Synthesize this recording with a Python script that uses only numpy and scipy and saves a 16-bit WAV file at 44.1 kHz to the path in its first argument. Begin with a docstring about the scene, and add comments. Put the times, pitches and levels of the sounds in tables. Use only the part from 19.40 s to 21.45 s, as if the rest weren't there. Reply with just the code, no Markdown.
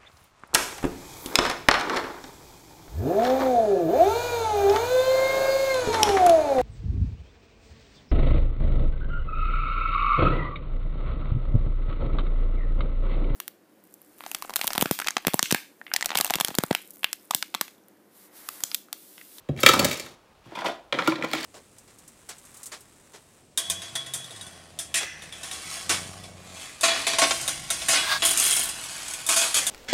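"""A steel hand tool clatters, scrapes, clinks and squeaks at a tile joint on a bathroom wall, close to
the microphone. After a pause a hand rummages among small hard pieces in a tray, then the tool knocks,
drags and clinks on a hollow tile. Each contact is a few milliseconds of crunching grit, treble first,
that rings short modes. The tiled room rings on behind, over faint room tone, and the loudest hits
overload the microphone."""
import sys
import numpy as np
from scipy import signal
from scipy.fft import rfft, irfft
from scipy.io import wavfile

SR = 44100
rng = np.random.default_rng(int(sys.argv[2]) if len(sys.argv) > 2 else 0)


def pcm_store(signal):
    """Save signal as 16-bit PCM."""
    levels = np.round(np.clip(np.atleast_2d(signal), -1, 1) * 32767)
    wavfile.write(sys.argv[1], SR, levels.astype(np.int16).T)


N = 90404

# spectrum of the room tone: (frequency [Hz], relative level [dB])
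ROOM_TONE_SPECTRUM = [(30, 4), (341, -4), (546, -3), (1260, -4.5), (1820, -13.5), (2420, -11.5),
                      (15500, -30)]
# reverberation of the tiled room: (frequency [Hz], t60 [s], relative level [dB])
ROOM_DECAY = [(98, 0.38, -4.5), (405, 0.53, -3.5), (1540, 0.27, 2.5), (5190, 0.31, -0.5),
              (13380, 0.083, 1.5)]
# treble modes of the tool's steel: (frequency [Hz], gain [dB])
STEEL_MODES = [(4580, 1), (5400, -4.5), (6200, -13.5), (7200, -7.5), (7800, -3.5), (8650, -4.5),
               (11600, -2.5), (13800, -1.5), (14700, 0), (15650, 6)]
# light touches of the steel on the tile: (time [s], relative level [dB])
STEEL_CLINKS = [(1.532, -45.5), (1.559, -49), (1.605, -50), (1.635, -51), (1.647, -49), (1.655, -51),
                (1.697, -37), (1.887, -47), (1.892, -49), (1.906, -48), (2.01, -33), (2.016, -45),
                (2.03, -32)]
# modes of the tray, the hollow tile and the tool: (frequency [Hz], gain [dB], t60 [s])
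TRAY_MODES = [(170, -8.5, 0.055), (354, -10, 0.077), (650, 6, 0.0203), (1000, 0, 0.018),
              (1410, -13.5, 0.00574), (2540, -6.5, 0.0153), (3570, 2.5, 0.017)]
TILE_MODES = [(160, 18.5, 0.077), (317, 16, 0.1435), (594, -1.5, 0.047), (1063, 2.5, 0.034),
              (1408, 5, 0.029), (2015, -6.5, 0.035), (2390, 3, 0.014), (3500, -9, 0.016),
              (4050, -1, 0.0044)]
TOOL_MODES = [(144, -3, 0.057), (271.7, -13.5, 0.052), (564.4, 5.5, 0.026), (1330, 18.5, 0.025),
              (1900, -7, 0.0061), (2355, 5, 0.028), (2692, 1.5, 0.025), (3290, -1, 0.028), (3856, 4, 0.019)]
# limits of the six bands of every contact and rub: (frequency [Hz])
BAND_EDGES_HZ = [70, 200, 430, 800, 1600, 4500, 16500]
# unresonant crunch beside the modes, band by band: (gain [dB])
CRUNCH_DB = [-8, -4, -3.5, -2.5, 1, 5.5]
# contacts: (time [s], level in each of the six bands over LEVEL_SPAN_S [dB], rise [s], decay [s])
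TRAY_CONTACTS = [(1.056, -44, -58, -61.5, -57, -69, -65, 0.00081, 0.023),
                 (1.119, -67, -40.5, -42.5, -44.5, -57, -69, 0.00069, 0.016),
                 (1.152, -54, -66, -67, -36.5, -37.5, -53, 0.00065, 0.021),
                 (1.17, -63, -40.5, -40.5, -33.5, -45, -79, 0.001, 0.013),
                 (1.188, -50.5, -50, -46, -32, -38.5, -56, 0.00069, 0.01),
                 (1.215, -77, -55, -36, -34, -46, -66, 0.0033, 0.0054),
                 (1.243, -54, -36, -33, -23.5, -44, -44.5, 0.0015, 0.024),
                 (1.254, -64.5, -62, -27.5, -39, -27, -51, 0.0054, 0.015),
                 (1.282, -61, -68, -31, -31.5, -61, -48, 0.00054, 0.0054),
                 (1.293, -67.5, -43, -30, -34.5, -40, -68, 0.00077, 0.012)]
TILE_KNOCKS = [(1.5249, -43, -39.5, -25, -33.5, -22.5, -57, 0.00055, 0.0068),
               (1.541, -51.5, -34, -29.5, -50, -30.5, -74.5, 0.0004, 0.0084),
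               (1.587, -36.5, -38, -29.5, -22, -24, -70, 0.00072, 0.012),
               (1.622, -65, -41, -34, -41, -32.5, -69, 0.00054, 0.0022),
               (1.66, -62, -65, -66, -63, -34, -65, 0.0026, 0.013),
               (1.6739, -30, -14.5, -23.5, -18, -27, -31.5, 0.0013, 0.0063),
               (1.719, -38, -54, -32.5, -31, -31, -78, 0.0018, 0.0037),
               (1.756, -73, -39, -41, -49, -35, -59, 0.00037, 0.007),
               (1.782, -71, -29, -36, -63, -43.5, -71, 0.00061, 0.01),
               (1.81, -42.5, -58, -33.5, -46, -44, -68, 0.0016, 0.0067),
               (1.823, -68, -33, -54, -38, -28, -54, 0.0019, 0.0027),
               (1.836, -44, -28.5, -27, -30.5, -37.5, -52, 0.00055, 0.0055),
               (1.844, -66, -61, -32, -34.5, -31.5, -45.5, 0.00085, 0.0074),
               (1.914, -51, -43, -46.5, -45, -40, -42, 0.00056, 0.0015),
               (1.933, -40, -29.5, -27, -29, -26, -33.5, 0.00074, 0.0039),
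               (1.95, -48, -31.5, -46, -37, -35, -43, 0.00033, 0.0019),
               (2.043, -66, -53, -40, -43, -37, -35, 0.00078, 0.0066)]
TOOL_CLATTER = [(0.088, -19.5, -25, -31, -48.5, -47.5, -59.5, 0.00022, 0.011),
                (0.163, -38, -43.5, -58, -68, -49.5, -60, 0.00092, 0.0045),
                (0.175, -45, -40, -50, -76, -45, -53, 0.00035, 0.0057),
                (0.186, -57, -38.5, -52, -51, -37.5, -68, 0.004, 0.0064),
                (0.203, -49, -51, -45, -67, -51.5, -36.5, 0.0015, 0.015),
                (0.2314, -28.5, -23.5, -18.5, -20.5, -19, -25.5, 0.0012, 0.0056),
                (0.2617, -49, -26, -17, -13.5, -4.5, -10, 0.00088, 0.0033),
                (0.288, -51, -21.5, -29, -13, -20, -17.5, 0.00039, 0.011),
                (0.292, -33, -48, -21, -19, -24, -46, 0.001, 0.0026),
                (0.333, -43, -25, -28, -46, -24.5, -30, 0.0026, 0.0018),
                (0.337, -55, -51, -59, -19, -50, -25.5, 0.0005, 0.0067),
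                (0.359, -56, -25.5, -32, -29, -57, -57, 0.0014, 0.013),
                (0.39, -31, -22, -21, -25.5, -25, -19.5, 0.0032, 0.0095),
                (0.417, -44, -35, -45, -32.5, -50, -45, 0.00072, 0.004),
                (0.444, -32, -22, -24, -61, -25.5, -20, 0.0021, 0.0087),
                (0.509, -58, -41, -52, -54, -29, -31, 0.0033, 0.015),
                (0.527, -46, -62, -55, -52, -36, -33.5, 0.0031, 0.013),
                (0.573, -72.5, -58, -45.5, -67, -69, -40, 0.00074, 0.0055),
                (0.597, -55, -39, -39, -54, -37.5, -33.5, 0.00078, 0.0068),
                (0.662, -67.5, -53, -59, -49.5, -47, -50.5, 0.00052, 0.0053)]
# rubbing between contacts: (time [s], level below 1600 Hz [dB], level above 1600 Hz [dB])
TRAY_RUB = [(1.04, -75, -65), (1.099, -60.5, -61), (1.163, -55, -54), (1.21, -53, -44), (1.24, -46, -54.5),
            (1.268, -44.5, -38.5), (1.311, -53.5, -48.5), (1.402, -67, -68)]
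TILE_RUB = [(1.532, -49.5, -52), (1.581, -38, -46.5), (1.64, -51, -47), (1.7, -45, -39.5),
            (1.75, -59, -49.5), (1.8, -50, -56), (1.87, -47, -49.5), (1.92, -79, -45.5),
            (1.951, -48, -35.5), (2.05, -48.5, -41.5)]
JOINT_RUB = [(0.15, -79, -78), (0.191, -54, -49.5), (0.225, -56, -47.5), (0.28, -34, -33),
             (0.33, -40, -35.5), (0.38, -41.5, -40.5), (0.43, -33.5, -41), (0.49, -44, -39),
             (0.544, -49, -44), (0.6, -54, -48), (0.661, -60.5, -54.5), (0.75, -63.5, -63)]
# tone of the joint, the tray and the tile: (bass cut [Hz], treble roll-off [Hz])
TONE_HZ = [(78, 4700), (100, 3900), (125, 3100)]

STEEL_T60_CYCLES, STRIKE_SPREAD_DB = 85, 3
SNAP_DB, BASS_LAG_S, LEVEL_SPAN_S = 17, 0.0009, 0.009
CLUMP_DB, CLUMP_S = 2, 0.0048
RUB_RING_DB = [-21, -19.5]   # rubbing damps the modes (below, above 1600 Hz)


def from_db(db):
    """Decibels to gain."""
    return 10 ** (np.asarray(db) / 20)


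def rms_one(x):
    """Scale to rms 1."""
    return x / np.sqrt(np.mean(x ** 2) + 1e-20)


def at_hz(table, hz, column=1):
    """Read a table on a log-frequency axis."""
    table = np.array(table)
    return np.interp(np.log(hz), np.log(table[:, 0]), table[:, column])


def room_tone():
    """Faint, steady background noise, strongest in the bass."""
    hz = np.maximum(np.arange(N // 2 + 1) * SR / N, 1)
    spectrum = rfft(rng.standard_normal(N)) * from_db(at_hz(ROOM_TONE_SPECTRUM, hz))
    return from_db(-58.5) * rms_one(irfft(spectrum, N))


def bathroom_reverb(direct, gap_s=0.0054):
    """Dense reflections off the tiles reach the microphone after a gap and die faster in the treble."""
    t, tail = np.arange(SR) / SR, 0
    for low in 60 * 2. ** np.arange(8):
        octave = signal.butter(2, [low, 2 * low], "band", fs=SR, output="sos")
        noise = signal.sosfilt(octave, rng.standard_normal(SR))
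        hz = np.sqrt(2) * low
        tail = tail + noise * from_db(at_hz(ROOM_DECAY, hz, column=2) - 60 * t / at_hz(ROOM_DECAY, hz))
    return signal.fftconvolve(direct, tail * (t > gap_s) / np.sqrt(SR / 40))[:N]


def ring(force, hz, t60):
    """One decaying mode, driven by a force."""
    radius, angle = from_db(-60 / (max(t60, .002) * SR)), 2 * np.pi * hz / SR
    return signal.lfilter([0, np.sin(angle)], [1, -2 * radius * np.cos(angle), radius ** 2], force + 1e-18)


def grit(samples, per_s, spread_db):
    """Grains of uneven size breaking at random; rms 1."""
    sizes = from_db(spread_db * np.minimum(rng.exponential(1, samples), 4))
    signs = rng.choice([-1, 1], samples)
    return rms_one(sizes * signs * (rng.random(samples) < per_s / SR))


def body(modes, tone_hz, band, force, ring_db=0, spread_db=0):
    """One band of an object: grains crunch drily and ring its modes, unevenly if given a spread."""
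    low, high = BAND_EDGES_HZ[band:band + 2]
    out = from_db(CRUNCH_DB[band]) * force * np.sqrt(SR / (high - low))
    for hz, db, t60 in modes:
        if low <= hz < high:
            gain = from_db(db + ring_db + spread_db * rng.standard_normal())
            out += gain * ring(force, hz, t60) / np.sqrt(t60 * SR / 28)
    filters = [signal.butter(2, [low, high], "band", fs=SR, output="sos"),
               signal.butter(4, tone_hz[0], "high", fs=SR, output="sos"),
               signal.butter(1, tone_hz[1], fs=SR, output="sos")]
    return (-1) ** band * signal.sosfilt(np.vstack(filters), out)


def rubbing(modes, tone_hz, levels, bass_db, treble_db):
    """Sliding breaks grit in clumps; bass_db and treble_db offset the two outer bands."""
    t, out = np.arange(N) / SR, np.zeros(N)
    clumps = np.interp(t / CLUMP_S, np.arange(2000), rng.standard_normal(2000))
    grains = rms_one(grit(N, per_s=9000, spread_db=1.5) * from_db(CLUMP_DB * clumps))
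    times, low_db, high_db = np.transpose(levels)
    for band, db in enumerate([low_db + bass_db, low_db, low_db, low_db, high_db, high_db + treble_db]):
        if band == 5:   # loose crumbs tick in the top band
            grains = grains + from_db(-5) * grit(N, per_s=40, spread_db=1.5)
        ring_db = RUB_RING_DB[band // 4]
        response = body(modes, tone_hz, band, signal.unit_impulse(SR // 4), ring_db)
        force = grains * from_db(np.interp(t, times, db, -120, -120))
        out += body(modes, tone_hz, band, force, ring_db) / np.linalg.norm(response)
    return out


def strikes(modes, tone_hz, contacts):
    """Each contact crushes grit, peaks in one hard snap and rings the object, the low bands last."""
    age, out = np.arange(SR // 6) / SR, np.zeros(N + SR)
    for start, *levels, rise, decay in contacts:
        envelope = np.minimum(age / rise, 1) ** 2 * np.exp(-(np.maximum(age - rise, 0) / decay) ** 2)
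        crunch = grit(len(age), per_s=7700, spread_db=4) * envelope
        crunch[int(rise * SR)] = from_db(SNAP_DB)
        for band, db in enumerate(levels):
            at = int((start + BASS_LAG_S * max(4 - band, 0)) * SR)
            sound = body(modes, tone_hz, band, crunch, spread_db=STRIKE_SPREAD_DB)
            gain = from_db(db) * np.sqrt(LEVEL_SPAN_S * SR) / np.linalg.norm(sound)
            out[at:at + len(age)] += gain * sound
    return out[:N]


def tray_rummage():
    """Small hard pieces slide and knock in a tray under a hand."""
    slide = rubbing(TRAY_MODES, TONE_HZ[1], TRAY_RUB, bass_db=-36, treble_db=-12.5)
    return slide + strikes(TRAY_MODES, TONE_HZ[1], TRAY_CONTACTS)


def steel_modes():
    """The steel sings whatever it touches, each mode for the same number of cycles."""
    return [(hz, db, STEEL_T60_CYCLES / hz) for hz, db in STEEL_MODES]


def steel_clinks(soft_hz=9000):
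    """Slightly soft touches on the tile ring the steel's modes unevenly."""
    out = np.zeros(N)
    times, level_db = np.transpose(STEEL_CLINKS)
    uneven_db = STRIKE_SPREAD_DB * rng.standard_normal((len(times), len(STEEL_MODES)))
    for k, (hz, db, t60) in enumerate(steel_modes()):
        taps = np.zeros(N)
        taps[(times * SR).astype(int)] = from_db(level_db + db + uneven_db[:, k])
        out += ring(taps, hz, t60)
    return signal.sosfilt(signal.butter(2, soft_hz, fs=SR, output="sos"), out)


def steel_squeak(start_s=0.203, decay_s=0.009):
    """The tool gives one short, high squeak."""
    age = np.arange(N) / SR - start_s
    squeak = rms_one(ring(rng.standard_normal(N), hz=11540, t60=0.0027))
    return from_db(-31) * squeak * (age > 0) * np.exp(-np.abs(age) / decay_s)


def hollow_tile():
    """The tool drags and knocks on a hollow tile, ringing tile and steel."""
    modes = TILE_MODES + steel_modes()
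    drag = rubbing(modes, TONE_HZ[2], TILE_RUB, bass_db=-7.5, treble_db=-11)
    return drag + strikes(modes, TONE_HZ[2], TILE_KNOCKS)


def tool_at_joint():
    """The tool scrapes and clatters at the tile joint, ringing its own modes."""
    modes = TOOL_MODES + steel_modes()
    scrape = rubbing(modes, TONE_HZ[0], JOINT_RUB, bass_db=0, treble_db=-1.5)
    return scrape + strikes(modes, TONE_HZ[0], TOOL_CLATTER)


def scene():
    """One microphone close to the work, the bathroom behind it."""
    close = tool_at_joint() + tray_rummage() + hollow_tile() + steel_clinks() + steel_squeak()
    return (close + from_db(-7) * bathroom_reverb(close) + room_tone())[None]


def record(dry):
    """The microphone clips the peaks and loses the deepest bass and the very top."""
    bass_cut = signal.butter(2, 45, "high", fs=SR, output="sos")
    top_cut = signal.cheby2(24, 50, 16050, fs=SR, output="sos")
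    overloaded = np.clip(dry, -1, 1)
    return np.clip(signal.sosfilt(np.vstack([bass_cut, top_cut]), overloaded), -1, 1)


dry = scene()
out = record(dry)
pcm_store(out)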